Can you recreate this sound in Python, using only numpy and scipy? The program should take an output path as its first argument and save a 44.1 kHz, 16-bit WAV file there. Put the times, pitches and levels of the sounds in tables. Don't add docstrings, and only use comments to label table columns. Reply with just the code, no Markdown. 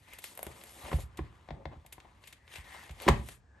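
import sys
import numpy as np
from scipy import signal
from scipy.fft import rfft, irfft, next_fast_len
from scipy.io import wavfile
from scipy.ndimage import uniform_filter1d, map_coordinates

SR = 44100
rng = np.random.default_rng(int(sys.argv[2]) if len(sys.argv) > 2 else 0)


def generate_wav(signal):
    frames = np.transpose(np.atleast_2d(signal))
    scaled = np.clip(frames, -1, 1) * 32767
    pcm = np.round(scaled).astype(np.int16)
    wavfile.write(sys.argv[1], SR, pcm)


N = 158760

# (time [s], level [dB], decay [s], body lift [dB], edge lift [dB])
CRINKLES = [(0.134, -52.5, 0.002, 5.5, -5), (0.1851, -48, 0.0043, 3, -6.5), (0.2401, -42, 0.0024, 1, -9.5),
            (0.351, -57, 0.0022, -17, 0), (0.3749, -45, 0.0013, 15, 1.5), (0.391, -44, 0.0016, 19.5, -7),
            (0.4291, -38.5, 0.0011, 18, 6), (0.4665, -45.5, 0.0011, 15.5, -8.5),
            (.611, -55.5, 0.0033, 2, -30), (0.637, -51, 0.0016, 6, -4), (0.839, -60, 0.0013, -12, 0),
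            (1.171, -52, 0.0049, -34, -17), (1.862, -57.5, 0.0026, -13, -7), (1.923, -47, 0.0056, -4.5, -9),
            (2.0014, -57.5, 0.0017, 3, -30), (2.2366, -56.5, 0.0048, -1, -40),
            (2.272, -51.5, 0.0048, -17, -13), (2.325, -52, 0.0043, -5.5, -19), (2.478, -58, 0.0013, 2, -57),
            (2.538, -51, 0.0018, 2, -22), (2.557, -47, 0.0023, 0, -28), (2.892, -51, .004, 11, -30.5),
            (2.908, -55.5, 0.0043, -0.5, -16.5), (3.000, -50, 0.0021, -3, -24), (3.018, -46, 0.0028, 21, 0),
            (3.0869, -31, 0.0016, -55, -24), (3.286, -46.5, 0.003, 7, -12)]
# (frequency [Hz], level [dB])
CRINKLE_COLOUR = [(100, -51), (300, -9.5), (550, 0), (1200, -8), (2100, 2.5), (3500, -2), (5500, -10.5),
                  (8000, 1), (10000, 2.5), (11700, 13), (14000, -25)]
# (time of the peak [s], level [dB], centre [Hz], half-width [Hz], rise [s], fall [s])
DRAGS = [(2.785, -53.5, 1900, 254, 0.06, 0.022), (3.589, -67.5, 1660, 130, 0.043, 0.057)]
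# (time of the fastest moment [s], level [dB], rise [s], fall [s],
# tilt [dB per octave], band that the sheet favours [Hz])
STROKES = [(0.144, -55, 0.054, 0.038, 1, 2080), (0.26, -51, 0.021, 0.039, 5.5, 4980),
           (.54, -55.5, 0.14, 0.094, -4.5, 544), (.90, -47.5, 0.064, 0.046, -3.5, 644),
           (1.013, -54, 0.36, 0.02, 5.5, 674), (1.28, -63, 0.24, 0.2, -3, 1230),
           (1.571, -53, 0.022, 0.044, -17, 690), (1.73, -50, 0.01, 0.023, -8.5, 780),
           (2.07, -66.5, 0.23, 0.2, -1.5, 1050), (2.271, -59.5, 0.023, 0.036, 3.5, 2350),
           (2.56, -48.5, 0.029, 0.024, 1.8, 2200), (2.759, -52, 0.09, 0.1, 0.5, 790),
           (3.04, -46, 0.033, 0.072, 0, 630), (3.324, -54.5, 0.071, 0.02, 3, 9000),
           (3.59, -65.5, 0.031, 0.055, -6.5, 794)]
# (frequency [Hz], level [dB])
SLIDE_COLOUR = [(60, -5.5), (220, -0.5), (500, -3.5), (900, 2), (1450, -1), (2050, 2), (3600, -1),
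                (5300, -9), (8500, -8), (10200, -8), (11700, -7.5), (13200, -38.5), (16000, -57)]
# (frequency [Hz], level [dB])
PORT_DIFFERENCE = [(60, -22), (300, -9.5), (1400, -4), (8000, -11)]
# (time [s], level [dB], decay [s], bright up to [Hz], body [Hz])
SLAPS = [(.9135, -37.5, 0.0053, 2590, 1190), (.928, -32, 0.0041, 2620, 498), (.984, -42, 0.0067, 1180, 560),
         (1.181, -47.5, 0.0093, 3280, 1780), (1.190, -34, 0.0023, 1380, 346),
         (3.063, -27, 0.0081, 593, 298), (3.0785, -22.5, 0.0026, 3260, 1810),
         (3.082, -15.5, 0.0039, 3280, 1010), (3.090, -20, 0.004, 1290, 516)]
# (frequency [Hz], level [dB])
SLAP_COLOUR = [(50, 13.5), (150, 3.5), (330, -0.5), (550, -1), (1050, 0), (1450, -8.5), (1950, -4),
               (3000, -7.5), (5000, -15), (9000, -17.5), (12000, -10.5), (15000, -32.5)]
# (time [s], level [dB], decay [s], bright up to [Hz], body [Hz])
TAPS = [(.467, -39.5, 0.0043, 900, 417), (1.487, -44, 0.0025, 3300, 680), (1.505, -39, 0.0034, 3040, 641),
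        (1.6545, -38, 0.0015, 2770, 615), (1.848, -57, 0.0051, 1460, 790), (1.98, -50.5, 0.003, 1800, 950),
        (2.045, -51.5, 0.011, 1530, 870)]
# (frequency [Hz], level [dB])
TAP_COLOUR = [(60, 11.5), (350, -4.5), (570, -2.5), (950, -2), (1250, -14.5), (2100, -5), (2850, -17.5),
              (3500, -9), (6500, -23.5), (14000, -34)]
# (frequency [Hz], lift [dB])
COVER_PEAKS = [(221, 5), (338, 6), (447, 4), (551, 7), (757, 4), (874, 3.5), (1016, 4.5), (1189, 4),
               (1746, 2.5), (1880, 2.5), (2110, 3.5)]
# (time [s], level [dB], tilt [dB per octave])
THUMPS = [(0.473, -46, -0.5), (0.839, -48.5, -12), (0.94, -25, -8.5), (1.206, -34.5, -5.5),
          (1.513, -38.5, 0.5), (1.662, -39, -1), (1.766, -49, -11), (2.584, -48.5, -11.5),
          (2.904, -44, -12), (3.097, -19, -0.5)]
# (frequency [Hz], level [dB], time to fall by 60 dB [s])
BINDER_MODES = [(55, -8.5, 0.12), (73.3, 5.5, 0.18), (112, -4.5, 0.27), (137.4, 0, .15), (222.6, -9, .14)]
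# (frequency [Hz], time to fall by 60 dB [s])
ROOM_DECAY = [(100, 0.56), (600, 0.27), (3000, 0.31), (13000, 0.16)]
# (frequency [Hz], level [dB])
ROOM_TONE = [(20, -15.5), (66, 1.5), (110, -8.5), (250, -20.5), (1000, -27.5), (3000, -41), (8000, -43),
             (14000, -74.5)]
# (frequency [Hz], left over right [dB])
PORT_BALANCE = [(150, -0.5), (300, -1.5), (600, 3.5), (4400, 3), (8000, 1.5), (13000, 0)]
# (frequency [Hz], lead of the left [rad])
PORT_LEAD = [(250, 0), (750, .6), (1650, -.7), (2900, .8), (6900, .3), (7850, .95), (8900, -.4),
             (9700, -2.2), (11800, -6), (13000, -6.4)]

CRINKLE_RISE, LANDING_RISE = 0.83, 0.52
SLIPS_PER_S, SLIP_SHARE, SLIP_SPREAD_DB = 700, 0.25, 2
SHEET_DB, SHEET_OCTAVES = 4.5, 0.45
PATCHY_DB, UNSTEADY_DB = 2, 1.2
BODY_DB = 8
COVER_WIDTH_HZ, COVER_WIDENS = 22, 0.013
COVER_FULL_DB, COVER_GROWS = -17.5, 0.23
SLAP_PAN_DB, TAP_PAN_DB = -1.5, 3
THUMP_ATTACK_S = 0.0024
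ROOM_DB, WALLS_DB, BOOM_ROOM_DB = -10, -6, -2.5
ROOM_TONE_DB = -62.5
LOW_CUT_HZ, TOP_HZ = 51, 16300


def crinkles(body_hz=650, edge_hz=12500):
    out = np.zeros(N)
    for time, db, decay, body, edge in CRINKLES:
        def colour(hz):
            own = body * hump(hz, body_hz, 1.31) + edge * hump(hz, edge_hz, 0.68)
            return along(CRINKLE_COLOUR, hz) + own
        add(out, time, amp(db) * burst(decay, CRINKLE_RISE, colour))
    return out


def drags():
    out = np.zeros(N)
    for time, db, centre, width, rise, fall in DRAGS:
        rasp = filtered(rng.standard_normal(N), lambda hz: 1 / (1 + ((hz - centre) / width) ** 2))
        out += amp(db) * unit(rasp) * swell(time, rise, fall, shape=0.85)
    return out


def sliding(knee_hz=600):
    out = np.zeros((2, N))
    for time, db, rise, fall, tilt, sheet_hz in STROKES:
        def colour(hz):
            tilted = tilt * np.log2(1 + (hz / knee_hz) ** 2) / 2
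            sheet = SHEET_DB * hump(hz, sheet_hz, SHEET_OCTAVES)
            return along(SLIDE_COLOUR, hz) + tilted + sheet + cover_db(hz)
        out += amp(db) * swell(time, rise, fall) * friction(colour, SLIP_SHARE)
    return patchy(out) * amp(UNSTEADY_DB * wobble(60))


def friction(colour_db, slip_share):
    strength = amp(SLIP_SPREAD_DB * rng.standard_normal(N))
    slips = rng.standard_normal((2, N)) * strength * (rng.random(N) < SLIPS_PER_S / SR)
    hiss = rng.standard_normal((2, N))
    rub = np.sqrt(1 - slip_share) * hiss + np.sqrt(slip_share) * unit(slips)

    def mid_side_response(hz):
        return amp(colour_db(hz)) * np.array([np.ones_like(hz), amp(along(PORT_DIFFERENCE, hz))])

    mid, side = filtered(rub, mid_side_response)
    return unit(np.array([mid + side, mid - side]))


def patchy(x):
    z = signal.stft(x, nperseg=256)[2]
    over_bands = uniform_filter1d(rng.standard_normal(z.shape[1:]), size=3, axis=0)
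    field = uniform_filter1d(over_bands, size=8, axis=1)
    return signal.istft(z * amp(PATCHY_DB * unit(field)), nperseg=256)[1][:, :N]


def slaps():
    return landings(SLAPS, SLAP_COLOUR)


def taps():
    return landings(TAPS, TAP_COLOUR)


def landings(rows, colour):
    out = np.zeros(N)
    for time, db, decay, bright_hz, body_hz in rows:
        cover_reach = amp(COVER_GROWS * min(db - COVER_FULL_DB, 0))

        def landing_colour(hz):
            body = BODY_DB * hump(hz, body_hz, SHEET_OCTAVES)
            dulling = 10 * np.log10(1 + (hz / bright_hz) ** 3.2)
            return along(colour, hz) + cover_reach * cover_db(hz) + body - dulling
        add(out, time, amp(db) * burst(decay, LANDING_RISE, landing_colour))
    return out


def cover_db(hz):
    lift = 0
    for centre, db in COVER_PEAKS:
        width = COVER_WIDTH_HZ + COVER_WIDENS * centre
        lift = lift + db / (1 + ((hz - centre) / width) ** 2)
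    return lift


def thumps():
    out = np.zeros(N)
    for time, db, tilt in THUMPS:
        boom = ring(BINDER_MODES, tilt)
        attack = 1 - np.exp(-np.arange(len(boom)) / SR / THUMP_ATTACK_S)
        add(out, time, amp(db) * boom * attack)
    return out


def ring(modes, tilt_db):
    t = np.arange(SR // 2) / SR
    out = np.zeros(len(t))
    for hz, db, t60 in modes:
        fading_db = db + tilt_db * np.log2(hz / 100) - 60 * t / t60
        out += amp(fading_db) * np.sin(2 * np.pi * hz * t)
    return out


def room(x, near_s=0.0074):
    hz, t, z = signal.stft(rng.standard_normal((2, SR // 2)), SR, nperseg=256)
    decay = amp(-60 * t / along(ROOM_DECAY, hz)[:, None])
    tail = signal.istft(z * decay, SR, nperseg=256)[1]
    age = np.arange(tail.shape[1]) / SR
    walls = rng.standard_normal(tail.shape) * age * np.exp(-2 * age / near_s)
    tail = tail * (1 - np.exp(-age / near_s))
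    answer = amp(ROOM_DB) * tail / np.linalg.norm(tail[0])
    answer += amp(WALLS_DB) * walls / np.linalg.norm(walls[0])
    mid, side = signal.fftconvolve(x[None], answer, axes=1)[:, :N]
    side = filtered(side, lambda hz: hz / (hz + 400))
    return np.array([mid + side, mid - side]) / np.sqrt(2)


def rumble():
    return amp(ROOM_TONE_DB) * friction(lambda hz: along(ROOM_TONE, hz), 0)


def burst(decay_s, build_up, colour_db, size=8192):
    t, hz = np.arange(size) / SR, np.fft.rfftfreq(size, 1 / SR)
    age = t / max(decay_s, 1e-4)
    fade = np.exp(-age) * (1 - np.exp(-age / build_up))
    z = rfft(rng.standard_normal(size) * fade)
    even = irfft(z / (np.abs(z) + 1e-9)) * np.sqrt(fade)
    cepstrum = irfft(np.log(amp(colour_db(hz))))
    cepstrum[1:size // 2] *= 2
    cepstrum[size // 2:] = 0
    x = irfft(rfft(even) * np.exp(rfft(cepstrum)))
    return unit(x) * np.sqrt(SR / 100 / size)


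def swell(s, rise, fall, shape=1.456):
    t = np.arange(N) / SR - s
    return np.exp(-np.abs(t / np.where(t < 0, rise, fall)) ** shape / 2)


def wobble(rate):
    knots = rng.standard_normal(int(N * rate / SR) + 4)
    return map_coordinates(knots, [np.arange(N) * rate / SR])


def hump(hz, centre, octaves):
    return np.exp(-(np.log2((hz + 1) / centre) / octaves) ** 2)


def along(points, hz):
    f, v = np.transpose(points)
    return np.interp(np.log(hz + 1), np.log(f + 1), v)


def filtered(x, response):
    m = next_fast_len(N + SR // 2)
    return irfft(rfft(x, m) * response(np.fft.rfftfreq(m, 1 / SR)), m)[..., :N]


def amp(db):
    return 10 ** (np.asarray(db) / 20)


def unit(x):
    return x / np.sqrt(np.mean(x ** 2) + 1e-20)


def add(track, s, x):
    i = int(round(s * SR))
    track[i:i + len(x)] += x[:max(N - i, 0)]


def panned(x, db):
    return x * amp(np.array([[db], [-db]]) / 2)


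def scene():
    sleeves = crinkles() + drags()
    slap, tap, boom = slaps(), taps(), thumps()
    direct = sleeves + panned(slap, SLAP_PAN_DB) + panned(tap, TAP_PAN_DB) + boom
    reflected = room(sleeves + slap + tap + amp(BOOM_ROOM_DB) * boom)
    return direct + reflected + sliding() + rumble()


def record(dry):
    ports = np.array([[.5], [-.5]])

    def port_response(hz):
        return amp(ports * along(PORT_BALANCE, hz)) * np.exp(1j * ports * along(PORT_LEAD, hz))

    heard = filtered(dry, port_response)
    low_cut = signal.butter(4, LOW_CUT_HZ, "high", fs=SR, output="sos")
    heard = signal.sosfilt(low_cut, heard)
    return filtered(heard, lambda hz: hz < TOP_HZ)


dry = scene()
out = record(dry)
generate_wav(out)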